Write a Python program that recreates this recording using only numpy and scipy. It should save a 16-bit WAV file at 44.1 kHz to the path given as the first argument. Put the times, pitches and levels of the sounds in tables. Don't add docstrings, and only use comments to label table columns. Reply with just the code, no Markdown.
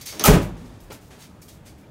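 import sys
import numpy as np
from scipy import signal
from scipy.io import wavfile

SR = 44100
rng = np.random.default_rng(int(sys.argv[2]) if len(sys.argv) > 2 else 0)


def master(y):
    cut = np.clip(np.atleast_2d(y).T, -1, 1)
    pcm = np.round(cut * 32767)
    wavfile.write(sys.argv[1], SR, pcm.astype(np.int16))


def invert_db(x):
    u = np.asarray(x, float) / 20
    return 10 ** u


N = 83790
T = np.arange(N) / SR


def rms_one(x):
    return x / np.sqrt(np.mean(x ** 2) + 1e-20)


def at_hz(points, hz):
    curve_hz, curve_db = np.array(points).T
    return np.interp(np.log(hz), np.log(curve_hz), curve_db)


def drift(rate):
    r = np.exp(-80 * np.pi * rate / SR)
    noise = rng.standard_normal(N // 40 + 2002)
    slow = signal.lfilter([1], [1, -2 * r, r * r], noise)[2000:]
    return np.interp(np.arange(N) / 40, np.arange(len(slow)), rms_one(slow))


def ring(clicks, hz, t60):
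    r = invert_db(-60 / (t60 * SR))
    w = 2 * np.pi * hz / SR
    return signal.lfilter([0, np.sin(w)], [1, -2 * r * np.cos(w), r * r], clicks + 1e-18)


def swell(s, rise, t60):
    t = np.clip(T - s, 0, None)
    onset = np.sin(np.pi / 2 * np.minimum(t / max(rise, 1e-4), 1)) ** 2
    return onset * invert_db(-60 * np.maximum(t - rise, 0) / t60)


def bands(sources):
    edges = 20 * 2 ** np.arange(0, 10.1, .5)
    longer = np.concatenate([sources[:, -8000:], sources], axis=1)
    out = []
    for k, (low, high) in enumerate(zip(edges, edges[1:])):
        band = signal.butter(2, [low, high], "band", fs=SR, output="sos")
        out.append((np.sqrt(low * high), signal.sosfilt(band, longer[k % 2])[-N:]))
    return out


def grainy_bursts(rows, colour, rate, spread, lows_last):
    sizes = invert_db(spread * np.minimum(rng.exponential(1, (2, N)), 3)) * rng.choice([-1, 1], (2, N))
    grains = rms_one(sizes * (rng.random((2, N)) < rate / SR))
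    out = 0
    for hz, x in bands(grains)[6:]:
        shape = 0
        for s, rise, db, t60, tilt in rows:
            level = invert_db(db + tilt * np.log2(hz / 4000))
            shape = shape + level * swell(s, rise, t60 * (4000 / hz) ** lows_last)
        out = out + invert_db(at_hz(colour, hz) + 9) * shape * x
    return out


def struck(hits, modes):
    chance = rng.normal(0, 2, (len(hits), len(modes)))
    out = []
    for k, (hz, level_db, t60) in enumerate(modes):
        pushes = np.zeros(N)
        for (s, db, contact_hz), odd in zip(hits, chance[:, k]):
            pushes[int(s * SR)] = -invert_db(db + level_db + odd) / (1 + (hz / contact_hz) ** 2)
        out.append(signal.lfilter([.2], [1, -.8], ring(pushes, hz, t60)))
    return out


def slipping(strokes, modes):
    slips_per_s = 6100
    stroke = sum(invert_db(db) * swell(s, rise, t60) for s, rise, db, t60 in strokes)
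    sound = 0
    for hz, db, t60 in modes:
        sizes = invert_db(3 * np.minimum(rng.exponential(1, N), 3)) * rng.choice([-1, 1], N)
        slips = sizes * (rng.random(N) < slips_per_s / SR)
        sound = sound + invert_db(db) * rms_one(ring(slips, hz, t60))
    return stroke * rms_one(sound)


def panel():
    # t/s, level/dB, contact f/Hz
    thuds = [(.224, -60, 502), (.258, -30, 1163), (.275, -15, 800), (.2855, -0.5, 620), (.291, -15.5, 600),
             (.297, -4.5, 400), (.304, 4, 156), (.311, 3, 158.4), (.327, -14.5, 284), (.339, -4, 406),
             (.345, -4.5, 494), (.351, -11, 510), (.362, -9, 297), (.368, -2, 328), (0.398, -11, 390),
             (0.437, -37, 298)]
    # f/Hz, level/dB, t60/s
    panel_modes = [(102, -7.5, 0.12), (144.5, -3, 0.1), (177.4, 2.5, 0.095), (230, -12.5, 0.081),
                   (310, -25, 0.07), (344, -29, 0.03), (418.5, 2, 0.088), (569, 4, 0.12), (708, -16, 0.12),
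                   (838, -9, 0.039), (940, -15.5, 0.054), (1291, -1.5, 0.1)]
    # f/Hz, level/dB, t60/s
    cabin_modes = [(48.1, -20.5, 0.85), (78, -21.5, 1), (107.6, -25, 0.75), (164.9, -17.5, 0.65),
                   (194.6, -19, 0.68), (247, -15, 1.0), (298, -14.5, 0.19), (348, -24, 0.68),
                   (418.2, -5, 0.28), (568, -28, 0.29)]
    seated_s, seated_db = .376, -5.5
    waver_db, waver_per_s = 4, 16
    grip = invert_db(-8.5 + seated_db * np.clip((T - seated_s) / 0.0026, 0, 1))
    cabin = 0
    for (hz, *_), x in zip(cabin_modes, struck(thuds, cabin_modes)):
        waver = waver_db * min(1, 90 / hz) * drift(waver_per_s)
        cabin = cabin + invert_db(-7.5 + waver) * x
    return grip * sum(struck(thuds, panel_modes)) + cabin


def boom():
    # t/s, level/dB
    squeezes = [
        (0.284, -6),
        (0.3044, -8.5),
        (0.325, -20),
        (.352, -15.5),
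    ]
    air_hz, air_t60_s = 43.6, 0.17
    pushes = np.zeros(N)
    for s, db in squeezes:
        pushes[int(s * SR)] = -invert_db(db)
    lows = signal.butter(2, 90, fs=SR, output="sos")
    return signal.sosfilt(lows, ring(pushes, air_hz, air_t60_s))


def latch():
    # t/s, peak level/dB, colour [dB per octave], bolt share [0-1]
    snaps = [
        (.012, -52, -5, 0),
        (.1955, -8, -0.5, 0),
        (0.199, -13.5, -1.0, 0),
        (0.2393, 3, -0.5, 1),
        (0.2522, -1.5, 6, .8),
        (0.262, -13, 4, .7),
        (0.803, -40, 0, 0.4),
        (1.485, -60, 3, .6),
    ]
    # f/Hz, level from the pawl/dB, level from the bolt/dB, t60/s
    steel = [(2840, -4.5, -7.5, 0.0039), (3160, -9, -1.5, 0.01), (3670, -5.5, -13, 0.013),
             (4550, -3.5, -13, .008), (5620, -6.5, -9.5, 0.013), (6060, 2.5, -10, 0.012),
             (6340, -9.5, -5, .012), (9860, 3.5, -12, .008), (12000, -9, -7, .005),
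             (13400, -15, 3.5, 0.0071), (14800, -8, -4, .005)]
    crunch_s, crunch_share = 0.00046, .4
    s, db, tilt, bolt = np.transpose(snaps)
    chance = rng.normal(0, 2, (len(s), len(steel)))
    r = np.exp(-1 / (crunch_s * SR))
    out = 0
    for k, (hz, pawl_db, bolt_db, t60) in enumerate(steel):
        clicks = np.zeros(N)
        level_db = pawl_db + np.clip(bolt, 0, 1) * (bolt_db - pawl_db)
        clicks[(s * SR).astype(int)] = invert_db(db + level_db - 12.5 + tilt * np.log2(hz / 6000) + chance[:, k])
        crunch = signal.lfilter([np.sqrt(1 - r * r)], [1, -r], clicks) * rng.standard_normal(N)
        out = out + ring(clicks * (-1) ** k + crunch_share * crunch, hz, t60)
    return out


def claw():
    # t/s, rise/s, level/dB, t60/s
    strokes = [
        (0.01, 0.0025, -46, 0.57),
        (0.054, 0.029, -37, 0.43),
        (.197, 0.0013, -25.5, 0.04),
        (.206, 0.0034, -30.5, 0.088),
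        (1.21, 0.0094, -52.5, 0.23),
        (1.414, 0.01, -54.5, 0.2),
        (1.49, 0.022, -63, 0.25),
        (1.659, 0.025, -56, 0.14),
    ]
    # f/Hz, level/dB, t60/s
    claw_modes = [(2193, -3.5, 0.013), (3500, -3, 0.0031), (4000, -4, 0.0045), (4670, 1, 0.0097),
                  (5460, -1.5, 0.024), (6260, 1.5, 0.0082), (6530, -5, 0.0071), (9100, -9, 0.0048)]
    return slipping(strokes, claw_modes)


def rattles():
    # t/s, rise/s, level/dB, t60/s, colour [dB per octave]
    bursts = [
        (.12, 0.0046, -38, 2, -3.5),
        (.197, 0.00094, -27.5, 0.46, -2.5),
        (.2, 0.027, -41, 0.11, -3.5),
        (.239, 0.002, -10, 0.19, 2.5),
        (.25, 0.011, -9, 0.26, 3),
        (.272, 0.011, -10.5, 0.21, -4.5),
        (.325, 0.017, -21, 0.24, -2),
        (.41, 0.022, -36.5, 0.21, 1.5),
        (.45, 0.15, -70, 1.31, -3.5),
        (.9, 0.0034, -43, 0.15, -1),
    ]
    # f/Hz, level/dB
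    colour = [(120, -13), (200, -12.5), (304, -8.5), (1200, -11.5), (3000, -14), (4300, -17.5), (6100, -16),
              (15500, -21.5)]
    return grainy_bursts(bursts, colour, rate=12000, spread=4, lows_last=0.2)


def spring():
    # f/Hz, level/dB
    coils = [(9400, -60), (12390, -56), (14500, -66)]
    shiver = sum(invert_db(db) * rms_one(ring(rng.standard_normal(N), hz, 0.05)) for hz, db in coils)
    return swell(.412, .016, .28) * shiver


def chatter():
    # t/s, rise/s, level/dB, t60/s
    strokes = [
        (.2395, 0.015, -19, 0.17),
        (.335, 0.0079, -26.5, 0.14),
        (1.48, 0.006, -58, 0.064),
    ]
    # f/Hz, level/dB, t60/s
    frame_modes = [(800, -4.5, 0.14), (1302, 2.5, 0.016), (1827, -13, 0.019), (2407, -3.5, 0.039),
                   (3130, -7, 0.015)]
    return slipping(strokes, frame_modes)


def taps():
    # t/s, level/dB
    touches = [(.2405, -25.5), (.2465, -21), (.2555, -21), (.2605, -14), (.2725, -14.5), (.2835, -15),
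               (.9125, -40), (.9195, -41), (.9245, -44), (1.428, -60), (1.486, -62), (1.674, -60)]
    # f/Hz, level/dB, t60/s
    edge_modes = [(614, -7, 0.068), (826, -2.5, 0.044), (879, -2.5, 0.064), (1290, 0.5, 0.036),
                  (2430, -2.5, 0.033), (3150, -11, .02)]
    return sum(struck([(s, db, 2500) for s, db in touches], edge_modes))


def knock():
    # t/s, level/dB
    touches = [
        (0.198, -35),
        (0.214, -36),
        (0.9022, -33),
        (0.9054, -39.5),
        (0.9078, -35),
        (.915, -49),
        (0.2283, -26),
    ]
    # f/Hz, level/dB, t60/s
    shell_modes = [(357, -17.5, 0.067), (439, 0, 0.036), (514, -9.5, 0.037), (885, -8, 0.05),
                   (1053, -6, .05), (1386, -8, 0.1), (2400, -11, 0.025)]
    return sum(struck([(s, db, 900) for s, db in touches], shell_modes))


def settling():
    # t/s, level/dB, f/Hz, t60/s
    parts = [(.013, -44, 2300, .03), (.083, -42, 2250, .03), (.2405, -17, 1290, .08), (.47, -30, 172, .2),
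             (.615, -42, 247, .5), (.738, -38, 105, .15), (.79, -41, 41, .4), (.804, -54, 5200, .04),
             (.9015, -42, 870, .06), (.9188, -41, 2380, .025), (.921, -43, 1330, .04),
             (.921, -38, 110, .08), (1.29, -43, 173, .3), (1.418, -50, 6900, .02), (1.426, -53, 2300, .04),
             (1.43, -52, 5500, .04), (1.483, -50, 3270, .04), (1.484, -52, 2400, .04),
             (1.49, -52, 11800, .03), (1.515, -57, 3750, .12), (1.672, -52, 5000, .04),
             (1.674, -54, 1950, .03), (1.678, -52, 8000, .02), (1.84, -55, 2350, .06)]
    out = 0
    for s, db, hz, t60 in parts:
        out = out - invert_db(db) * swell(s, 1.5 / hz, t60) * np.sin(2 * np.pi * hz * (T - s))
    return out


def scuffs():
    # t/s, rise/s, level/dB, t60/s, colour [dB per octave]
    bursts = [(-.01, 0.0045, -47.5, .4, -3), (.011, 0.002, -44.5, 0.15, 3), (.054, 0.0073, -37, 0.5, 2),
              (.56, 0.016, -55.5, 1.4, -2.5), (.65, 0.011, -60.5, 0.24, -2), (.71, 0.031, -67.5, 0.3, -7.5),
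              (.802, 0.0045, -62, 0.4, 4.5), (.83, 0.016, -78, 0.2, 3), (.9, 0.01, -45.5, 0.26, -8.5),
              (.912, 0.017, -50, 0.21, 4), (1.0, 0.027, -62.5, 1.5, 2.5), (1.1, 0.015, -51, 0.52, -7),
              (1.18, 0.03, -51.5, 0.23, -0.5), (1.21, 0.031, -51.5, 0.16, -1.5),
              (1.412, 0.0092, -55, 0.27, 5.5), (1.476, 0.014, -47.5, 0.23, 0), (1.52, 0.024, -71, 0.35, 5),
              (1.645, 0.029, -49.5, 0.28, -0.5), (1.77, 0.024, -67, .4, 3.5)]
    # f/Hz, level/dB
    colour = [(200, -27), (600, -17), (1400, -10.5), (2400, -6.5), (5800, -5), (9000, -6.5), (15500, -12.5)]
    return grainy_bursts(bursts, colour, rate=11000, spread=4.7, lows_last=0.084)


def yard(x):
    t60_s, level_db, wall_cut_hz = 0.25, -17.5, 5100
    dull = np.exp(-2 * np.pi * wall_cut_hz / SR)
    lags = (rng.uniform(.008, .03, size=8) * SR).astype(int)
    out = 0
    for k, lag in enumerate(lags):
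        loop = x.copy()
        gain = invert_db(-60 * lag / SR / t60_s)
        state = [0.]
        for i in range(lag, N, lag):
            back, state = signal.lfilter([gain * (1 - dull)], [1, -dull], loop[i - lag:i], zi=state)
            loop[i:i + lag] += back[:N - i]
        out = out + (loop - x) * (-1) ** k
    return invert_db(level_db) * out


def town(patchy_db):
    # f/Hz, level/dB
    colour = [(20, -10), (40, -10.5), (70, -3.5), (120, -3.5), (200, -7), (730, -20), (1800, -29),
              (15500, -50.5)]
    together = drift(1.0)
    out = 0
    for hz, x in bands(rng.standard_normal((2, N))):
        waver = patchy_db * (0.28 * together + drift(9.6))
        out = out + invert_db(at_hz(colour, hz) + waver) * x
    return invert_db(-47) * rms_one(out)


def scene():
    metal = latch() + claw() + spring() + rattles()
    door = metal + panel() + boom() + chatter() + taps() + knock() + settling()
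    return (door + yard(metal) + scuffs() + town(patchy_db=1.5))[None]


def band_limit(x):
    return signal.sosfilt(signal.butter(12, 16970, fs=SR, output="sos"), x)


def record(dry):
    low_cut_hz, high_cut_hz, top = 22, 15750, 0.9
    low_cut = signal.butter(2, low_cut_hz, "high", fs=SR, output="sos")
    high_cut = signal.ellip(10, .5, 70, high_cut_hz, fs=SR, output="sos")
    x = signal.sosfilt(low_cut, dry)
    x = top * np.tanh(x / top)
    x = signal.sosfilt(high_cut, x)
    return band_limit(x)


dry = scene()
out = record(dry)
master(out)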